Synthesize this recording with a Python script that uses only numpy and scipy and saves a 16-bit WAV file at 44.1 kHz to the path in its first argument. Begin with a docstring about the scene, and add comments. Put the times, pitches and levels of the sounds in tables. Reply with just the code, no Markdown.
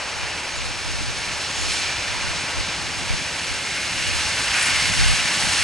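"""Steam locomotive blowing off

An engine rolls under a road bridge and draws near with its train, blowing off steam by the cylinders.
The jets hiss, sing, surge, spit water and ring in their drain pipes. Beneath them the chimney roars
and throbs, the wheels rumble and knock over rail joints, and the coaches follow with an even rush.
Gusts buffet the stereo microphone at the lineside, and a small bird chirps once."""
import sys
import numpy as np
from scipy import signal
from scipy.fft import rfft, irfft, next_fast_len
from scipy.io import wavfile
from scipy.ndimage import uniform_filter1d

SR = 44100
rng = np.random.default_rng(int(sys.argv[2]) if len(sys.argv) > 2 else 0)


def output_pcm(signal):
    """Save a mono or channel-first signal as 16-bit PCM at the path in sys.argv[1].

    Samples are clipped to [-1, 1] before scaling.
    """
    pcm = np.clip(np.atleast_2d(signal).T, -1, 1) * 32767
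    wavfile.write(sys.argv[1], SR, np.round(pcm).astype(np.int16))


N = 248283
TIME = np.arange(N) / SR
SIZE = next_fast_len(N, True)
HZ = np.maximum(np.arange(SIZE // 2 + 1) * SR / SIZE, 1)

# the engine's low end, wheels and exhaust: time_s, rumble_gain_db, throb_gain_db
LOW_END = [(0, -51, -48.5), (.75, -49.5, -46), (1.1, -48.5, -46), (2.2, -45, -45), (3, -44.5, -44),
           (3.6, -45, -48.5), (4.3, -43, -40.5), (4.45, -44, -43.5), (4.62, -44, -46.5), (5.05, -43, -40.5),
           (5.28, -40.5, -52), (5.45, -39, -46), (5.63, -42.5, -48)]


def from_db(db):
    return 10 ** (np.asarray(db) / 20)


def rms_one(x):
    return x / np.sqrt(np.mean(x ** 2) + 1e-20)


def in_time(rows):
    """One envelope per value column, in straight lines between breakpoints."""
    times, *columns = np.transpose(rows)
    return [np.interp(TIME, times, column) for column in columns]


def bell(peak_s, sigma_s):
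    """A rounded swell of height 1."""
    return np.exp(-.5 * ((TIME - peak_s) / sigma_s) ** 2)


def burst(peak_s, attack_s, release_s):
    """An exponential rise to 1 and an exponential fall."""
    return np.exp(-np.maximum((peak_s - TIME) / attack_s, (TIME - peak_s) / release_s))


def over_hz(points):
    """Breakpoints joined by straight lines on a log-frequency axis."""
    hz, value = np.transpose(points)
    return np.interp(np.log(HZ), np.log(hz), value)


def colour(points):
    """Gain of an EQ curve that rolls off beyond its ends."""
    skirts = np.minimum(HZ / points[0][0], 1) * np.minimum(points[-1][0] / HZ, 1)
    return from_db(over_hz(points)) * skirts ** 2


def resonances(modes):
    """Gain of rounded peaks that add in power."""
    powers = (from_db(2 * db) / (1 + ((HZ - hz) / width * 1.41) ** 2) ** 2 for hz, width, db in modes)
    return np.sqrt(sum(powers))


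def white():
    """The spectrum of fresh white noise."""
    return rfft(rng.standard_normal(SIZE))


def drift(rate_hz):
    """A smooth random wobble; rms 1."""
    return rms_one(irfft(white() / (1 + (HZ / rate_hz) ** 2), SIZE)[:N])


def steady(x, span_s):
    """Level a noise so that its mean power stays near 1 over the given span."""
    power = uniform_filter1d(np.mean(np.atleast_2d(x) ** 2, axis=0), max(int(span_s * SR), 2))
    return x / np.sqrt(power + 1e-20)


def airborne(gain, span_s=0.41):
    """Coloured noise at the two capsules: a direct wave plus scatter from the cutting; rms about 1."""
    # stereo width: freq_hz, side_level_db
    scatter_share = [(80, -22), (300, -12), (550, -12.5), (1000, -13.5), (1800, -17), (2500, -13.5),
                     (4000, -12.5), (6000, -10), (7000, -55)]
    # stereo balance: freq_hz, left_minus_right_db
    balance = [(60, 2.5), (200, 4), (320, 2), (450, 4.5), (750, 1), (1500, 0.8), (4000, -1.2), (7000, -0.5)]
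    # phase between the capsules: freq_hz, left_lead_rad
    phase_lead = [(300, -0.55), (800, .06), (2000, 0.0017), (3000, -0.1), (4500, 0.51), (6100, 0.74),
                  (6700, -0.15)]
    sides = np.array([[1], [-1]])
    direct = white() * np.exp(.5j * sides * over_hz(phase_lead))
    scatter = sides * white() * from_db(over_hz(scatter_share))
    pan = from_db(sides * over_hz(balance) / 2)
    return steady(irfft((direct + scatter) * gain * pan, SIZE)[:, :N], span_s)


def breathy(pitch_hz, width_hz):
    """A narrow band of noise carried along a pitch; rms about 1."""
    centre_hz = np.mean(pitch_hz)
    band = airborne(resonances([(centre_hz, width_hz, 0)]), span_s=0.074)
    glide = np.exp(2j * np.pi * np.cumsum(pitch_hz - centre_hz + np.zeros(N)) / SR)
    return np.real(signal.hilbert(band, SIZE)[:, :N] * glide)


def steam_jets(hiss_db=-1.27, sizzle_db=-4.5, pipe_db=-4.5, flutter_db=0.48, sputter_db=1.13):
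    """Turbulent jets: a broad hiss, ringing pipes, and a sizzle that flares with wet steam."""
    # the flow as the engine nears: time_s, gain_db, ring_boost_db
    flow = [(0, -31.5, 3.5), (1.1, -30, 0.5), (1.5, -28, 0.5), (2.05, -28, 2.5), (2.92, -29.5, 1.8),
            (3.2, -28.5, 1.5), (3.62, -28.5, 2), (3.98, -27, 2.5), (4.4, -24.5, 2.5), (4.7, -22, 2),
            (5.1, -22.5, 1.5), (5.24, -23.5, 0), (5.42, -22.5, 0.5), (5.63, -23, 3.5)]
    # surges of steam: peak_s, sigma_s, hiss_boost_db, ring_boost_db
    surges = [(0.29, 0.076, 0.3, 2.5), (1.292, 0.025, 0.3, 3.5), (1.46, 0.033, 1.3, 1.5),
              (1.745, 0.082, 4, -0.5), (1.862, 0.089, 1, 0.7), (2.373, 0.037, 0.9, -0.5),
              (2.66, 0.046, 1.5, 0.5), (3.21, 0.046, 0.5, 0), (3.77, 0.061, 0, 0.5),
              (4.254, 0.063, 1.5, -0.2), (4.566, 0.032, 0, 4), (4.675, 0.043, 0, 3),
              (5.184, 0.034, 0.5, 2.5), (5.302, 0.028, 0, 3.5), (5.57, 0.03, 2.5, -1.2)]
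    # spurts of wet steam: peak_s, attack_s, release_s, sizzle_boost_db
    spurts = [(1.735, 0.094, 0.066, 7.5), (4.67, .02, 0.054, 3), (5.53, 0.11, 0.17, 4.5)]
    # body of the hiss: freq_hz, gain_db
    hiss_eq = [(700, -11.5), (1300, -9), (2500, -0.5), (3100, 3), (3350, 4), (3650, 2), (4300, 4.5),
               (4700, 2.5), (5300, 2.9), (6300, 0), (7500, -6), (9500, -13.5), (12000, -58)]
    # bright sizzle on top: freq_hz, gain_db
    sizzle_eq = [(4500, -10.5), (6200, -3.5), (7300, 3), (8500, 2.5), (9600, 1), (10400, -3), (11200, -5.5),
                 (11800, -22.5)]
    flow_db, ring_db = in_time(flow)
    surge_db = sum(db * bell(s, sigma_s) for s, sigma_s, db, _ in surges)
    ring_db += sum(db * bell(s, sigma_s) for s, sigma_s, _, db in surges)
    bright_db = np.interp(TIME, [2.7, 4], [-8.5, -5.5])  # opens up as the engine clears the bridge
    bright_db += sum(db * burst(s, attack_s, release_s) for s, attack_s, release_s, db in spurts)
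    hiss = from_db(hiss_db + surge_db) * airborne(colour(hiss_eq))
    ring = from_db(pipe_db + ring_db) * drain_pipes()
    sizzle = from_db(sizzle_db + bright_db + sputter_db * drift(31)) * airborne(colour(sizzle_eq))
    return (hiss + ring + sizzle) * from_db(flow_db + flutter_db * drift(25))


def drain_pipes(gargle_db=0.38, deep_db=-4, swing_db=0.7, cycle_s=1.16):
    """Steam rushes through two pipes whose balance sways slowly back and forth; rms about 1."""
    # ring of the higher pipe: freq_hz, width_hz, gain_db
    high_modes = [(2130, 420, 0.5), (2400, 200, -0.5), (2600, 150, 0.5), (2830, 215, 1)]
    # ring of the deeper pipe: freq_hz, width_hz, gain_db
    deep_modes = [(1560, 400, -0.5), (1776, 180, -1)]
    deep_gain = from_db(deep_db + swing_db * np.cos(2 * np.pi * TIME / cycle_s))
    high = airborne(resonances(high_modes), span_s=0.11)
    deep = deep_gain * airborne(resonances(deep_modes), span_s=0.2)
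    return (high + deep) / np.sqrt(1 + deep_gain ** 2) * from_db(gargle_db * drift(31))


def singing_jet(overtones_db=-33):
    """Eddies at a nozzle lip lock loosely into a breathy, wandering tone; its overtones flare once."""
    # the jet's note: time_s, pitch_hz, level_db
    edge_tone = [(0, 2402, -51), (.33, 2356, -43), (.9, 2370, -44), (1.28, 2320, -38.5), (1.48, 2400, -55),
                 (1.66, 2520, -37), (1.74, 2357, -35), (1.85, 2335, -33), (2.1, 2405, -38.5),
                 (2.6, 2330, -40), (2.88, 2338, -44), (3.0, 2345, -41), (3.22, 2373, -35),
                 (3.38, 2398, -43), (5.63, 2404, -42)]
    # its upper resonances: freq_hz, width_hz, gain_db
    overtones = [(4620, 150, -6), (5130, 300, -9), (6850, 660, 1), (8950, 300, -15)]
    pitch_hz, level_db = in_time(edge_tone)
    tone = from_db(level_db) * breathy(pitch_hz, width_hz=170)
    flare = from_db(overtones_db) * burst(peak_s=1.6, attack_s=0.066, release_s=0.066)
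    return tone + flare * airborne(resonances(overtones), span_s=.08)


def chimney(roar_db=0.68, throb_db=1.5, chuff_db=0.64, chuffs_per_s=10.7):
    """Soft exhaust beats run together into a roar above a low throb."""
    # how hard the exhaust works: time_s, roar_gain_db
    effort = [(0.0, -35.5), (1.21, -40), (1.24, -37.5), (2.38, -35.5), (4.08, -41), (4.15, -36.5),
              (4.52, -35.5), (4.55, -31), (4.61, -35), (5.28, -35), (5.5, -31.5), (5.63, -37.5)]
    # the heaviest beats: peak_s, throb_boost_db
    heavy_beats = [(0.35, 8), (1.99, 9), (2.36, 5), (2.595, 9), (4.512, 5), (4.715, 5), (4.82, 8),
                   (4.905, 9), (5.51, 11), (5.595, 7)]
    # midrange roar: freq_hz, gain_db
    roar_eq = [(400, -15), (560, -7.5), (690, -6), (790, -1), (900, 0.3), (1020, -1), (1190, -3),
               (1350, -3.5), (1550, -5), (2500, -19)]
    # bass throb: freq_hz, gain_db
    throb_eq = [(12, -24), (22, -6), (38, -9.5), (55, 1), (86, 3.5), (110, 0.5), (160, -14), (400, -55)]
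    effort_db, = in_time(effort)
    _, weight_db = in_time(LOW_END)
    chuffs = np.cos(2 * np.pi * chuffs_per_s * TIME + 0.67 * drift(1.5))
    accent_db = sum(db * bell(s, sigma_s=0.016) for s, db in heavy_beats)
    roar = from_db(effort_db + roar_db + chuff_db * chuffs) * airborne(colour(roar_eq))
    throb = from_db(weight_db + throb_db + accent_db) * airborne(colour(throb_eq), span_s=0.097)
    return roar + throb


def wheels(rumble_db=0.7, jolt_db=2.5):
    """Wheels roll on rough rail; each joint adds a short, solid thud."""
    # knocks over rail joints: peak_s, gain_db
    joints = [(2.02, 3), (2.22, -3), (2.32, 3), (2.44, 5), (2.69, 8), (2.79, 5), (3.01, 5), (3.33, 2),
              (4.05, 2), (4.52, 2), (4.625, 3), (4.70, 8), (4.828, 8.5), (4.905, 12), (4.978, 10),
              (5.09, 0), (5.2, -3), (5.27, 2), (5.372, 8), (5.47, -3), (5.59, 0)]
    # body of both rumble and thuds: freq_hz, gain_db
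    wheel_eq = [(60, -21), (120, -4.5), (172, -0.5), (215, -6.5), (300, -7.5), (400, -25), (800, -15)]
    level_db, _ = in_time(LOW_END)
    rumble = from_db(rumble_db + jolt_db * drift(18)) * airborne(colour(wheel_eq), span_s=0.07)
    knocks = sum(from_db(db) * bell(s, sigma_s=0.013) for s, db in joints)
    thuds = knocks * airborne(colour(wheel_eq), span_s=0.025)
    return from_db(level_db) * (rumble + thuds)


def coaches():
    """The far coaches roll with a smooth, even rush."""
    # the train following on the curve: time_s, level_db
    rush = [(0, -42), (.4, -40.5), (.75, -42.5), (1.2, -41), (1.7, -40), (2.4, -40.5), (3.5, -40.5),
            (5.63, -41.5)]
    # low-mid rolling noise: freq_hz, gain_db
    rolling_eq = [(130, -7), (215, -9.5), (260, -3), (320, 0), (400, -3), (480, -2), (570, 0), (700, -3.5),
                  (1100, -14), (2000, -30)]
    level_db, = in_time(rush)
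    return from_db(level_db) * airborne(colour(rolling_eq))


def gust(start_s, hold_s, attack_s=.011, release_s=.017):
    """The envelope of a gust: a quick rise, a hold at 1 and a quick fall."""
    falloff = np.maximum((start_s - TIME) / attack_s, (TIME - start_s - hold_s) / release_s)
    return np.exp(-np.maximum(falloff, 0))


def wind(breeze_db=-49):
    """Eddies push the two channels in opposite senses: large ones rumble, small ones buffet higher up."""
    # gusts on the microphone: start_s, hold_s, rumble_db, buffet_db
    gusts = [(0.16, .05, -41, -55), (0.222, 0.028, -31, -40), (0.56, 0.15, -33, -37), (0.74, .11, -43, -52),
             (0.858, .19, -30, -35), (1.074, 0.03, -32, -29), (1.125, .09, -41, -50), (1.28, 0.1, -43, -52),
             (1.59, 0.12, -29, -41), (1.74, .135, -42, -53), (2.09, .09, -35, -45), (2.23, .085, -31, -45),
             (2.33, .07, -41, -52), (2.573, 0.037, -25, -35), (2.81, .09, -40, -53), (2.97, .125, -39, -41),
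             (3.105, 0.041, -23, -28), (3.185, .035, -41, -45), (3.503, .035, -31, -52),
             (3.98, .03, -34, -47), (4.07, .11, -28, -39), (4.2, .07, -40, -52), (4.735, 0.041, -32, -46),
             (4.858, .11, -31, -43), (4.99, .14, -18, -23.5), (5.16, 0.092, -34, -43),
             (5.43, 0.057, -32, -39), (5.595, .04, -29, -34)]
    # large eddies: freq_hz, gain_db
    rumble_eq = [(10, -26), (20, -12), (35, 6), (58, -1), (85, -4), (110, -14), (170, -30), (300, -46)]
    # small eddies: freq_hz, gain_db
    buffet_eq = [(70, -12), (115, 4), (155, -3), (200, -16), (250, -12), (300, -27), (500, -42)]
    rumble = np.max([from_db(db) * gust(s, hold_s) for s, hold_s, db, _ in gusts], axis=0)
    buffet = np.max([from_db(db) * gust(s, hold_s) for s, hold_s, _, db in gusts], axis=0)
    large = steady(irfft(white() * colour(rumble_eq), SIZE)[:N], span_s=.04)
    small = steady(irfft(white() * colour(buffet_eq), SIZE)[:N], span_s=.04)
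    pressure = (rumble + from_db(breeze_db)) * large + buffet * small
    return pressure * np.array([[1], [-1]])


def bird():
    """One thin, gliding note, nearly buried in the hiss."""
    # the chirp: time_s, pitch_hz, level_db
    chirp = [(0.51, 6660, -71), (0.525, 6660, -37), (0.54, 6340, -40), (0.555, 6700, -43),
             (0.572, 7150, -42), (0.592, 6700, -39), (0.61, 6500, -80)]
    pitch_hz, level_db = in_time(chirp)
    sounding = (TIME > chirp[0][0]) & (TIME < chirp[-1][0])
    return sounding * from_db(level_db) * np.sqrt(2) * np.sin(2 * np.pi * np.cumsum(pitch_hz) / SR)


def pipe_notes():
    """Close by, one pipe resonance after another briefly stands out of the rush."""
    # breathy notes: peak_s, sigma_s, pitch_hz, level_db
    notes = [(3.78, 0.17, 2160, -35.5), (4.04, 0.098, 2840, -34), (4.662, .04, 2400, -33),
             (4.82, 0.093, 2130, -30), (5.61, .04, 2770, -31)]
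    return sum(from_db(db) * bell(s, sigma_s) * breathy(hz, width_hz=140) for s, sigma_s, hz, db in notes)


def spits():
    """Water caught in a jet bursts into fine spray with a short, bright sputter."""
    # slugs of water in quick succession: peak_s, level_db
    slugs = [(4.595, -30), (4.626, -22.5), (4.658, -29)]
    # fine spray: freq_hz, gain_db
    spray_eq = [(3500, -6), (6000, -3), (7300, 2), (9000, 2), (10200, 4), (11200, -24)]
    envelope = sum(from_db(db) * burst(s, attack_s=0.0044, release_s=0.017) for s, db in slugs)
    return envelope * airborne(colour(spray_eq))


def scene():
    """The train ahead, a bird at the lineside, the wind at the microphone."""
    steam = steam_jets() + spits() + singing_jet() + pipe_notes()
    return steam + chimney() + wheels() + coaches() + bird() + wind()


def record(dry, cutoff_hz=11500):
    """A steep low-pass takes off the very top."""
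    return signal.sosfilt(signal.ellip(10, .1, 90, cutoff_hz, fs=SR, output="sos"), dry)


dry = scene()
out = record(dry)
output_pcm(out)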